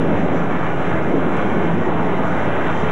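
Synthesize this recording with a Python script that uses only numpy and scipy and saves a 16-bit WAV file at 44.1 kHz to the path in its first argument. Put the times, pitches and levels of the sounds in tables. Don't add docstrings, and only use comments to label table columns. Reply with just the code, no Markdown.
import sys
import numpy as np
from scipy import signal
from scipy.fft import rfft, irfft
from scipy.io import wavfile
from scipy.ndimage import uniform_filter1d

SR = 44100
rng = np.random.default_rng(int(sys.argv[2]) if len(sys.argv) > 2 else 0)


def volts_from_db(level):
    exponent = np.asarray(level, float) / 20
    return 10 ** exponent


def output_pcm(signal):
    pcm = np.clip(np.atleast_2d(signal).T, -1, 1) * 32767
    wavfile.write(sys.argv[1], SR, np.round(pcm).astype(np.int16))


N = 128331


def level(x, db):
    return x * volts_from_db(db) / np.sqrt(np.mean(x ** 2))


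def curve(table, column):
    points = np.array(table)
    return np.interp(np.arange(N) / SR, points[:, 0], points[:, column])


def walk(rate):
    hold = int(SR / rate)
    steps = np.repeat(rng.standard_normal(N // hold + 1), hold)
    return 1.3 * uniform_filter1d(uniform_filter1d(steps, hold), hold)[:N]


def bands(x, colour, gain_db):
    hz = np.maximum(np.arange(N // 2 + 1) * SR / N, 1)
    f, db = np.array(colour, float).T
    spectrum = rfft(x) * volts_from_db(np.interp(np.log(hz), np.log(f), db, left=-99, right=-99))
    place = 2 * np.log2(hz)
    out = 0
    for k in range(int(2 * np.log2(f[0])), int(2 * np.log2(f[-1])) + 2):
        crossfade = np.cos(np.pi / 2 * np.clip(place - k, -1, 1)) ** 2
        out = out + volts_from_db(gain_db(2 ** (k / 2))) * irfft(spectrum * crossfade, N)
    return level(out, 0)


def ring(hz, share):
    edges = [hz * (1 - share), hz * (1 + share)]
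    resonance = signal.butter(3, edges, "band", fs=SR, output="sos")
    return level(signal.sosfilt(resonance, rng.standard_normal(N)), 0)


def swell(at, db, length, sound):
    bell = np.exp(-((np.arange(N) / SR - at) / length) ** 2)
    return volts_from_db(db) * bell * sound * np.sqrt(np.sum(bell ** 2) / np.sum((bell * sound) ** 2))


def drifting(hz, width):
    lowpass = signal.butter(2, width / 2, fs=SR, output="sos")
    slow = signal.sosfilt(lowpass, rng.standard_normal((2, N)))
    turn = 2 * np.pi * np.cumsum(hz * (1 + .03 * walk(5))) / SR
    return level(slow[0] * np.cos(turn) + slow[1] * np.sin(turn), 0)


def engine(firing_hz, orders, scatter_db):
    phase = np.cumsum(firing_hz * (1 + .006 * walk(3))) / SR
    tone = 0
    for order, db in orders:
        uneven = np.sqrt(2) * volts_from_db(db + scatter_db * walk(11))
        tone = tone + uneven * np.sin(2 * np.pi * (order * phase + rng.random()))
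    return tone, phase % 1


# [multiple of the firing rate, level/dB rms]
LEAD_ORDERS = [(1, -41), (2, -31), (7, -45)]
# [t/s, level/dB]
LEAD_PULL = [(0, 5), (.07, 0), (.25, 6.5), (.32, -0.5), (.38, 3), (.58, -3), (.68, 2.5), (.9, 3.5),
             (1.1, -2.5), (1.45, -1.5), (1.68, 3.5), (1.85, -3.5), (2.0, 0.5), (2.18, -5.5), (2.4, 2.5),
             (2.55, -2.5), (2.91, 1)]


def lead_engine():
    tone, phase = engine(84.1, LEAD_ORDERS, scatter_db=1.1)
    return volts_from_db(curve(LEAD_PULL, column=1)) * tone, phase


# [multiple of the firing rate, level/dB rms]
REAR_ORDERS = [(2, -40), (3, -40), (4, -40), (6, -42), (7, -43)]


def rear_engine():
    return engine(106.7, REAR_ORDERS, scatter_db=3.5)


# [t/s, level/dB, brightness/dB]
CONVOY = [(0, -22.5, -2.5), (.35, -25, -1.5), (.6, -27.5, 0.5), (.9, -26.5, 3), (1.15, -25, -2.5),
          (1.4, -25.5, 1), (1.7, -26, 0), (2.0, -25, -.5), (2.3, -26.5, 3), (2.55, -26, 2.5),
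          (2.91, -27, 4.5)]
# [f/Hz, level/dB per Hz]
ROAR = [(30, -27), (85, -3), (200, 1.5), (700, -5.5), (1600, -13), (2300, -21), (3000, -27.5), (3900, -35)]
# [f/Hz, width/Hz, level/dB rms]
PANELS = [(1432, 40, -43), (3050, 70, -57), (2150, 247, -43), (3850, 130, -70), (871.6, 187, -39.5),
          (644, 58, -40.5), (1183, 60, -45.5), (1707, 70, -48), (2596, 220, -54.5)]


def roar(lead_phase, rear_phase):
    puffs = 1 + .3 * np.exp(-lead_phase / .3) + .4 * np.exp(-rear_phase / .3)
    load, bright = curve(CONVOY, column=1), curve(CONVOY, column=2)
    shared = walk(18)

    def gain_db(hz):
        treble = np.clip(np.log2(hz / 473.0), 0, 1)
        return treble * (bright + 1.2 * shared + 0.92 * walk(18)) + 0.57 * walk(12)

    panels = sum(volts_from_db(db + bright + 2.5 * walk(12)) * drifting(hz, width) for hz, width, db in PANELS)
    rush = bands(puffs * rng.standard_normal(N), ROAR + [(4400, -50.5)], gain_db)
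    top = signal.butter(8, 3970, fs=SR, output="sos")
    return panels + volts_from_db(load + 5.5) * signal.sosfilt(top, rush)


# [t/s, level/dB, length/s, f/Hz]
GUSTS = [(0.103, -23, 0.044, 240), (0.214, -22.5, 0.04, 231), (0.355, -25.5, 0.035, 290),
         (0.543, -26, 0.034, 240), (1.123, -19, 0.055, 352), (1.172, -26, .06, 234),
         (1.261, -22, 0.075, 344), (1.158, -26, 0.089, 500), (1.493, -23, 0.061, 230),
         (1.65, -24.5, 0.055, 228.3), (1.858, -25, 0.08, 349), (2.072, -25, 0.06, 268),
         (2.198, -25, .06, 238), (2.351, -27, 0.055, 206.2), (2.582, -25, 0.038, 397.5),
         (0.298, -31, 0.25, 596), (1.977, -31, 0.17, 744), (0.488, -30, .04, 714), (.93, -30, .06, 630),
         (1.6, -25.5, 0.063, 327), (2.16, -28, 0.053, 384)]


def wind():
    buffet = volts_from_db(2.1 * walk(30.1))
    return sum(swell(at, db, length, buffet * ring(hz, .28)) for at, db, length, hz in GUSTS)


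# [f/Hz, level/dB per Hz]
RATTLE = [(4200, -11), (4900, -12), (5500, -3), (6050, 0), (6500, -5.5), (7200, -3), (8000, -14),
          (8600, -24)]
# [t/s, level/dB, f/Hz]
CHINKS = [(1.372, -57, 7000), (1.372, -57.5, 5700), (1.49, -63, 6000), (1.745, -59, 7000),
          (1.782, -60, 5800), (2.49, -61, 4400), (1.028, -59, 5800), (.33, -61.5, 6700), (2.407, -59, 5800),
          (2.715, -60, 5800), (2.675, -59.5, 7000)]


def rattle():
    shared = 0.26 * walk(5.9) + .9 * walk(16) + 1.5 * walk(39.97)
    ticks = rng.standard_normal(N) * volts_from_db(1.4 * rng.exponential(size=N))
    chatter = bands(ticks, RATTLE, lambda hz: shared + .7 * walk(10))
    chinks = sum(swell(at, db, .007, ring(hz, .14)) for at, db, hz in CHINKS)
    return volts_from_db(-59.5 + 0.67 * curve(CONVOY, column=2)) * chatter + chinks


# [f/Hz, level/dB per Hz]
HISS = [(3000, -3), (8700, -2.5), (9800, 0), (11000, -2), (12900, -6.5)]


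def tape_hiss():
    bright = curve(CONVOY, column=2)
    hiss = bands(rng.standard_normal(N), HISS, lambda hz: 1.0 * walk(7) + .4 * bright)
    return volts_from_db(-62) * hiss


# [f/Hz, level/dB rms]
WHISTLES = [(8000, -90), (9000, -89), (10200, -88), (11400, -91), (12600, -93)]


def whistles():
    t = np.arange(N) / SR
    return sum(np.sqrt(2) * volts_from_db(db) * np.sin(2 * np.pi * hz * t) for hz, db in WHISTLES)


# [f/Hz, level/dB per Hz]
CHANNEL_NOISE = [(25, 2), (70, -4), (130, -15), (400, -10), (900, -14), (3000, -29), (6000, -30),
                 (12900, -40)]


def channel_noise():
    return volts_from_db(-67) * bands(rng.standard_normal(N), CHANNEL_NOISE, lambda hz: 0)


def scene():
    lead, lead_phase = lead_engine()
    rear, rear_phase = rear_engine()
    mono = lead + rear + roar(lead_phase, rear_phase) + wind() + rattle()
    return np.array([mono, mono])


def roll_off(x):
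    return signal.sosfilt(signal.butter(12, 12890, fs=SR, output="sos"), x)


def record(dry):
    tape = np.tanh(1.506 * dry[0]) / 1.488 + tape_hiss() + whistles()
    lag = .93
    delay = np.exp(-2j * np.pi * np.arange(N // 2 + 1) / N * lag)
    late = irfft(rfft(tape) * delay, N)
    apart = channel_noise()
    offset = .1187
    return roll_off(np.array([late + apart, tape - apart]) + offset)


dry = scene()
out = record(dry)
output_pcm(out)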